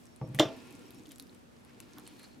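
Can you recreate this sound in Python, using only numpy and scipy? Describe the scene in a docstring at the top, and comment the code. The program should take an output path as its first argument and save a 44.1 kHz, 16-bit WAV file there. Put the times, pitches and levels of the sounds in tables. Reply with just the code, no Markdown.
"""A knife fillets a small fish on a wet wooden board, heard close by in a quiet room with a faint hum.
The blade's touch, blow and bounces excite damped modes of wood and steel; the board thuds on its support.
Flesh drags and rasps as resonance-filtered noise; clicks, pops and crackle are short filtered impulses.
A squeak, a hollow sliding hiss and a faint, thin high tone join in; hits and clicks feed a short reverberation."""
import sys
import numpy as np
from scipy import signal
from scipy.fft import rfft, irfft
from scipy.io import wavfile
from scipy.ndimage import uniform_filter1d

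SR = 44100
rng = np.random.default_rng(int(sys.argv[2]) if len(sys.argv) > 2 else 0)


def bounce(signal):
    """Save signal as a 16-bit WAV file at the path given by the first command-line argument."""
    frames = np.transpose(np.atleast_2d(signal))
    limited = np.clip(frames, -1, 1)
    pcm = np.round(limited * 32767).astype(np.int16)
    wavfile.write(sys.argv[1], SR, pcm)


N = 105840
TIME = np.arange(N) / SR
RING_TIME = np.arange(SR // 2) / SR

# hands and fish rubbing on the board: (time [s], rumble level [dB], hiss level [dB], fizz level [dB])
DRAG_LEVELS = [(0.0, -87, -89, -66), (0.26, -53, -72, -87), (0.39, -52.5, -59.5, -64.5),
               (0.52, -49, -55.5, -71), (0.58, -52.5, -58.5, -65.5), (0.88, -56.5, -64.5, -68),
               (1.02, -58, -71.5, -69.5), (1.16, -67.5, -101, -68.5), (1.35, -57.5, -72.5, -72),
               (1.48, -96, -87, -84), (1.69, -61, -69.5, -78), (1.94, -60, -65, -71),
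               (2.09, -57.5, -66.5, -67.5), (2.27, -66, -67, -66), (2.4, -61.5, -76, -80)]
# blade against the board, a touch, the blow and its bounces; wood and steel levels are trimmed in blows():
# (time [s], wood level [dB], steel level [dB], snap pitch [Hz], snap level [dB])
BLADE_BLOWS = [(0.3886, -26, -18.5, 1870, -21.5), (0.3959, -24.5, -4, 6480, -22),
               (0.3977, -9.5, -13.5, 3160, -12.5), (0.4035, -18, -45, 3340, -25.5),
               (.418, -29, -63, 3470, -32), (0.455, -40, -52, 2930, -49), (0.488, -46, -35, 3000, -50)]
WOOD_RISE_S = 0.00071


def amp(db):
    """Level to amplitude: 20 dB is a factor of ten."""
    return 10 ** (np.asarray(db) / 20)


def evened(x):
    """Normalisation to unit rms."""
    return x / np.sqrt(np.mean(x ** 2) + 1e-20)


def read(points, hz):
    """Interpolation of a spectral table along logarithmic frequency."""
    f, value = np.transpose(points)
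    return np.interp(np.log(hz + 1), np.log(f + 1), value)


def curve(table, col):
    """Amplitude envelope, linear in dB between the table's times."""
    rows = np.array(table)
    return amp(np.interp(TIME, rows[:, 0], rows[:, col]))


def within(table):
    """Gate open between the table's first and last times."""
    return (TIME > table[0][0]) * (TIME < table[-1][0])


def add(mix, s, sound):
    """Superposition of a sound onto the mix from time s, cut at the end."""
    part = mix[..., round(s * SR):][..., :sound.shape[-1]]
    part += sound[..., :part.shape[-1]]


def pair(same, length=N):
    """Partly correlated noise: the second channel mixes the first with independent noise."""
    a, b = rng.standard_normal((2, length))
    same = np.clip(same, 0, 1)
    return np.array([a, same * a + np.sqrt(1 - same ** 2) * b])


def wobble(seconds, size):
    """Low-pass random fluctuation of unit rms, from two running means."""
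    span = max(round(seconds * SR), 2)
    once = uniform_filter1d(rng.standard_normal(size), span)
    return evened(uniform_filter1d(once, span))


def resonate(x, hz, width):
    """Resonance of about unit gain: shift to 0 Hz, two equal one-pole low-passes, shift back."""
    turn = np.exp(2j * np.pi * hz * np.arange(x.shape[-1]) / SR)
    r = np.exp(-np.pi * width / SR)
    low = signal.lfilter([(1 - r) ** 2], [1, -2 * r, r * r], x / turn)
    return 2 * (turn * low).real


def resonances(x, bands):
    """Parallel resonances, each brought to its own rms level."""
    return sum(amp(db) * evened(resonate(x, hz, width)) for hz, width, db in bands)


def ring(modes, rise_s):
    """Modal vibration of a struck body: exponentially damped sines behind a smooth onset."""
    t = RING_TIME
    tones = sum(amp(db - 60 * t / t60) * np.sin(2 * np.pi * hz * t) for hz, db, t60 in modes)
    return (1 - np.exp(-t / rise_s)) * tones


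def chatter():
    """Amplitude modulation of a loose board: steady at first, uneven within 7 ms."""
    depth, change_s = 0.35, 0.006
    onset = np.minimum(RING_TIME / 0.0069, 1)
    return 1 + depth * onset * wobble(change_s, size=len(RING_TIME))


def puff(seconds, same):
    """Impulsive contact: a sharp edge and exponentially dying noise, unit energy per channel."""
    x = pair(same, 600) * np.exp(-np.arange(600) / SR / seconds)
    x[:, 0] = 0.75 * np.sqrt(seconds * SR)  # sharp edge
    return x / np.linalg.norm(x, axis=1)[:, None]


def burst(hz, seconds, width, same):
    """Resonant response to an impulsive contact, unit peak; width is a fraction of the pitch."""
    narrow = resonate(puff(seconds, same), hz, width * hz)
    x = resonate(narrow, hz, 2 * width * hz)
    return x / abs(x).max()


def click_burst(hz):
    """Brief broadband impulse around a pitch, unit peak."""
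    return burst(hz, 0.00023, 1, 0.68)


def room(x):
    """Reverberation: convolution with dense reflections whose decay time depends on frequency."""
    # (frequency [Hz], t60 [s])
    decay_times = [(130, 0.06), (260, 0.26), (700, 0.31), (1840, 0.2), (4850, 0.17), (12800, 0.078)]
    delayed = np.arange(SR // 2) > 150  # samples before the first reflection
    taps = pair(0.95, SR // 2) * delayed
    hz, t, z = signal.stft(taps, SR, nperseg=256)
    decay = amp(-60 * t / read(decay_times, hz)[:, None])
    tail = signal.istft(z * decay, SR, nperseg=256)[1]
    return signal.fftconvolve(x * np.ones((2, 1)), tail / np.linalg.norm(tail[0]), axes=1)[:, :N]


def air():
    """Stationary noise of room and microphone, with frequency-dependent correlation of the channels."""
    # noise spectrum: (frequency [Hz], relative spectral level [dB])
    air_spectrum = [(25, -4), (60, -7.5), (100, -7), (240, -7.5), (400, -11.5), (700, -17), (2500, -27),
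                    (6000, -33.5), (12200, -39), (16500, -45)]
    # left-right likeness: (frequency [Hz], correlation [-1 to 1])
    likeness = [(60, -0.21), (240, -0.081), (950, -0.38), (3770, 0.13), (15000, 0.25)]
    level_db = -56.5  # rms
    hz, (a, b) = np.fft.rfftfreq(N, 1 / SR), rfft(rng.standard_normal((2, N)))
    same = np.clip(read(likeness, hz), -1, 1)
    stereo = np.array([a, same * a + np.sqrt(1 - same ** 2) * b])
    return amp(level_db) * evened(irfft(stereo * amp(read(air_spectrum, hz)), N))


def hum():
    """Steady tones: sines of constant amplitude and random starting phase."""
    # (frequency [Hz], level [dB] before a 1.5 dB lift)
    hum_tones = [(89, -79), (240, -63)]
    return sum(amp(db + 1.5) * np.sin(2 * np.pi * (hz * TIME + rng.random())) for hz, db in hum_tones)


def rattle():
    """Noise-excited resonances of loose things, decaying exponentially after the main blow."""
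    # (frequency [Hz], width [Hz], relative level [dB])
    rattle_bands = [(616, 830, -0.5), (1240, 1600, -1), (3230, 340, -22.5), (5400, 1300, -4),
                    (11060, 2000, -22)]
    level_db, t60_s = -31.5, 0.22
    t = TIME - BLADE_BLOWS[2][0]
    noise = evened(resonances(pair(0.94), rattle_bands))
    return noise * (t > 0) * amp(level_db - 60 * np.maximum(t, 0) / t60_s)


def nudges():
    """Low tones under half-sine envelopes: soft swells as the hands press the board."""
    # (time [s], peak level [dB], pitch [Hz], length [s])
    nudge_events = [(.725, -53, 281.4, 0.046), (0.952, -51.5, 284, 0.049), (1.073, -46, 297, 0.033),
                    (1.107, -53, 259, 0.034), (1.2, -51.5, 271, 0.049), (1.963, -49, 298, 0.04)]
    out = np.zeros((2, N))
    for s, db, hz, length in nudge_events:
        t = np.arange(0, length, 1 / SR)
        tone = np.sin(2 * np.pi * (hz * t + rng.random()))
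        swell = np.sin(np.pi * t / length)
        add(out, s, amp(db) * (swell * tone)[None])
    return out


def drag():
    """Friction noise through resonances: lumpy low rumble of the board, hiss of wet skin, fizz on top."""
    # board: (frequency [Hz], width [Hz], relative level [dB])
    rumble_bands = [(132, 90, -5.5), (197.4, 19.6, -6.5), (263.8, 43.5, -0.5), (301.6, 21, -0.5),
                    (365.3, 36, -5), (477, 36.5, -8.5), (760, 580, -14.5)]
    # wet skin: (frequency [Hz], width [Hz], relative level [dB])
    hiss_bands = [(995, 660, 8.5), (1384, 62, 2), (1820, 440, -0.5), (2367, 1200, 5.5), (3050, 3600, 7)]
    lumps = amp(2.5 * wobble(500 / SR, size=N))  # 2.5 dB rms
    rumble = resonances(pair(0.73) * lumps, rumble_bands)
    hiss = resonances(pair(0.46), hiss_bands)
    fizz = resonate(pair(0.12), 8250, 18000)
    layers = [rumble, hiss, fizz]
    return sum(evened(x) * curve(DRAG_LEVELS, k + 1) for k, x in enumerate(layers))


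def slide():
    """Narrow-band noise from one resonance: the hollow hiss as the fish slides."""
    # (time [s], level [dB])
    slide_levels = [(0.45, -54), (0.518, -74), (0.698, -68), (0.71, -62), (0.768, -74.5), (1.05, -74)]
    hiss = evened(resonate(pair(0.86), 2560, 250))
    return hiss * curve(slide_levels, 1) * within(slide_levels)


def thin_band():
    """Very narrow-band noise near 5.5 kHz, switched on and off: a faint, thin high tone."""
    # (time [s], length [s], level [dB])
    thin_band_events = [(0.054, 0.09, -76), (0.212, 0.067, -73), (.5, 0.29, -77), (.82, 0.068, -73),
                        (0.945, 0.063, -74.5)]
    gate = sum(amp(db) * (TIME > s) * (TIME < s + length) for s, length, db in thin_band_events)
    tone = evened(resonate(pair(0.44), 5500, 30))
    return tone * uniform_filter1d(gate, 300)


def squeak():
    """Frequency-wandering tone amid narrow-band noise: a rough squeak with a wider skirt."""
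    # (time [s], level [dB])
    squeak_levels = [(2.02, -83), (2.042, -80), (2.072, -61), (2.094, -74), (2.17, -74), (2.2, -61),
                     (2.224, -69), (2.248, -54), (2.285, -83), (2.332, -69), (2.37, -81)]
    pitch_hz, wander_hz = 4270, 50
    rub = pair(0.92)
    phase = 2 * np.pi * np.cumsum(pitch_hz + wander_hz * wobble(0.023, size=N)) / SR
    line = amp(-4) * np.sqrt(2) * np.sin(phase)
    core = evened(resonate(rub, pitch_hz, 150))
    skirt = amp(2) * evened(resonate(rub, pitch_hz, 800))
    return evened(core + skirt + line) * curve(squeak_levels, 1) * within(squeak_levels)


def rasps():
    """Amplitude-modulated friction noise: grainy rasps of the blade through flesh, swelling fast."""
    # (time [s], length [s], level [dB], pitch [Hz])
    rasp_events = [(0.344, 0.02, -52.5, 2000), (.345, 0.027, -53.5, 10100), (1.106, 0.039, -59, 3120),
                   (1.682, 0.042, -64, 1870), (1.804, 0.0074, -60, 1000), (1.818, 0.031, -67, 3650),
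                   (1.904, 0.19, -73, 3520), (1.966, 0.059, -58.5, 1190), (2.05, 0.12, -63.5, 3030),
                   (2.193, 0.037, -63, 2180), (2.23, 0.035, -60, 1660)]
    out = np.zeros((2, N))
    grains = pair(0.84) * amp(1.5 * wobble(60 / SR, size=N))  # 1.5 dB rms
    for s, length, db, hz in rasp_events:
        u = np.arange(0, 1, 1 / (length * SR))
        piece = grains[:, round(s * SR):][:, :len(u)]
        swell = np.sin(np.pi * np.sqrt(u))
        add(out, s, amp(db) * swell * evened(resonate(piece, hz, hz)))
    return out


def crackle():
    """Random impulse train whose density follows the fizz of the drag: faint crackle in four pitches."""
    mean_per_s, level_db = 110, -58.5
    fizz = curve(DRAG_LEVELS, 3)
    busy = fizz / fizz.mean()
    size = amp(3.8 * np.minimum(rng.exponential(1, (4, N)), 3))
    train = (rng.random((4, N)) < mean_per_s / 4 / SR * busy) * size
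    out = np.zeros((2, N))
    for row, hz in zip(train, (3380, 7000, 9630, 11840)):
        out += amp(level_db) * signal.oaconvolve(row[None], click_burst(hz), axes=1)[:, :N]
    return out


def pops():
    """Impulses through narrower resonances, alike in both channels: duller pops."""
    # (time [s], peak level [dB], pitch [Hz])
    pop_events = [(0.347, -55, 800), (1.105, -55, 3160), (1.295, -49.5, 4030), (1.801, -48.5, 2550),
                  (1.972, -56.5, 1150), (1.983, -52, 810), (2.064, -52, 2980), (2.196, -59, 1830), ]
    out = np.zeros((2, N))
    for s, db, hz in pop_events:
        add(out, s, amp(db) * burst(hz, 0.0027, 0.27, 1.0))
    return out


def clicks():
    """Sudden release of scales, bones and skin: a bright impulse, lower part, wide edge and wet after-sound."""
    # (time [s], bright part level [dB], pitch [Hz], low part level [dB] before a 1.5 dB cut,
    #  left minus right [dB])
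    click_events = [(0.056, -49.5, 8400, -73, 1.0), (0.0686, -53, 6100, -81, 0.5),
                    (0.1621, -45.5, 9000, -61, 4), (0.3476, -35, 10360, -48, 3),
                    (0.6724, -54.5, 8900, -67, 7), (0.6794, -58, 5600, -68, 6), (0.708, -49, 9800, -51, 10),
                    (0.7259, -47, 10900, -61, 0), (0.753, -48, 8600, -66, 7), (0.7936, -51.5, 8700, -64, 5),
                    (0.907, -43, 12200, -45.5, 1.0), (0.9367, -57, 7100, -58, 0.5),
                    (0.947, -49.5, 9800, -63, 4), (0.955, -56, 5630, -55, -1), (0.9875, -54, 6900, -55, 6),
                    (0.996, -52, 6900, -51, 1), (1.0568, -56, 6200, -44, -2), (1.061, -52, 6650, -44.5, 3),
                    (1.0699, -49, 10600, -61, 3), (1.0824, -55, 5900, -68, 0.5),
                    (1.092, -47, 11800, -70, 0), (1.1118, -46.5, 7250, -49, 0),
                    (1.1188, -38.5, 10500, -46, 3), (1.1594, -45, 7450, -56, 1.5),
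                    (1.1835, -42.5, 10800, -74, 4), (1.1983, -30.5, 11000, -34.5, 0),
                    (1.2245, -43.5, 11700, -77, 0), (1.3483, -50, 8500, -63, 5),
                    (1.6494, -52, 9900, -53, 4), (1.8032, -34, 10730, -46.5, 3.0),
                    (1.9345, -47.5, 5950, -52, 1), (1.9843, -38, 11900, -42.5, 0),
                    (1.998, -46.5, 9500, -63, 3), (2.067, -47, 7700, -60, -2),
                    (2.0764, -35.5, 9270, -57, 2), (2.196, -44, 10300, -55.5, 1.0),
                    (2.2323, -46, 10400, -69, 3), (2.243, -48.5, 7100, -56, -0.5), ]
    out = np.zeros((2, N))
    for s, db, hz, low_db, pan_db in click_events:
        bright = amp(db) * click_burst(hz)
        low = amp(low_db - 1.5) * burst(3830, 0.00037, 0.61, 0.76)
        edge = amp(db + 1.5) * burst(7040, 0.000115, 1.78, 0.88)
        after = amp(db - 3.5) * burst(hz, 0.0064, 0.35, 0.58)
        add(out, s, (bright + low + edge + after) * amp([[pan_db / 2], [-pan_db / 2]]))
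    return out


def thuds():
    """Damped modes of the board rocking on its support; the hands stop the low ring early."""
    # (time [s], level [dB], brightness relative to it [dB], low ring before stopping [s])
    thud_events = [(0.214, -33, -7, 0.028), (0.247, -43, -18, 0.022), (0.281, -41.5, -18, 0.012),
                   (0.298, -38.5, -24, 0.03), (.345, -35.5, -18, 0.03), (.395, -36.5, -29, 0.018),
                   (0.452, -37.5, -24, 0.017)]
    # low modes on the support: (frequency [Hz], relative level [dB], t60 [s])
    support_modes = [(56.8, -11.5, .3), (134.6, 4, 0.17), (181, -10, 0.7)]
    # upper modes: (frequency [Hz], relative level [dB], t60 [s])
    top_modes = [(328, -3.5, 0.206), (457, 1.5, 0.066), (515.3, -2, 0.26), (625, -5.5, 0.15),
                 (793, -3.5, 0.077), (862, 5, 0.022), (1148, -6.5, 0.082)]
    out = np.zeros((2, N))
    for s, db, top_db, length in thud_events:
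        stop = np.exp(-np.maximum(RING_TIME - length, 0) / 0.005)
        low = stop * ring(support_modes, 0.0015)
        top = amp(top_db) * chatter() * ring(top_modes, WOOD_RISE_S)
        add(out, s, amp(db) * (low + top)[None])
        add(out, s, amp(db + top_db - 6.5) * burst(1500, 0.0031, 0.94, 0.78))
    return out


def blows():
    """Impact excites modes of wood and steel; a rough contact is the force that shakes the steel."""
    # board: (frequency [Hz], relative level [dB], t60 [s])
    wood_modes = [(311.3, -1.5, 0.095), (312, -5.5, .1), (411.5, -11, 0.15), (450.2, -8.5, 0.21),
                  (534, -11.5, 0.074), (611, 3, 0.067), (654.4, -8, 0.23), (686.4, -12.5, .12),
                  (578, -22, 0.084), (770, 1.5, 0.03), (967, -15.5, 0.11), (1152, -2, 0.025),
                  (1372, -11.5, 0.059), (2105, -16, 0.067)]
    # blade: (frequency [Hz], relative level [dB], t60 [s])
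    steel_modes = [(3250, -4, .012), (3520, 0, .014), (3850, -8, .012), (4620, -8, .014), (5100, -13, .012),
                   (5430, -14, .01), (6700, -14, .01), (7320, -10, .01), (11000, -16, .008)]
    wood_trim_db, steel_trim_db = -9.5, -6
    out = np.zeros((2, N))
    for s, wood_db, steel_db, hz, db in BLADE_BLOWS:
        wood = chatter() * ring(wood_modes, WOOD_RISE_S)
        steel = signal.fftconvolve(ring(steel_modes, 0.00037)[None], puff(0.0026, 0.94), axes=1)
        snap = burst(hz, 0.0016, 0.39, 0.56)
        crack = burst(9000, 0.0061, 4.57, 0.45) * amp([[1.5], [-1.5]])  # wide-band, leaning left
        add(out, s, amp(wood_db + wood_trim_db) * wood[None])
        add(out, s, amp(steel_db + steel_trim_db) * steel)
        add(out, s, amp(db) * snap)
        add(out, s, amp(db - 0.5) * crack)
    return out


def scene():
    """Superposition of all sources; only hits, clicks, pops and crackle feed the reverberation."""
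    hits = thuds() + blows()
    snaps = clicks() + pops() + crackle()
    wet = room(amp(-9) * hits + amp(-13) * snaps)
    background = air() + hum() + rattle() + nudges()
    rubbing = drag() + slide() + thin_band() + squeak() + rasps()
    return background + rubbing + snaps + hits + wet


def record(dry):
    """Band-pass response of a small microphone (67.4 Hz to 13.6 kHz), then a steep low-pass at 16.65 kHz."""
    band = signal.butter(2, [67.4, 13600], "band", fs=SR, output="sos")
    thin = signal.sosfilt(band, dry)
    edge = signal.firwin(511, 16650, window=("kaiser", 9), fs=SR)
    return signal.oaconvolve(thin, edge[None], "same")


dry = scene()
out = record(dry)
bounce(out)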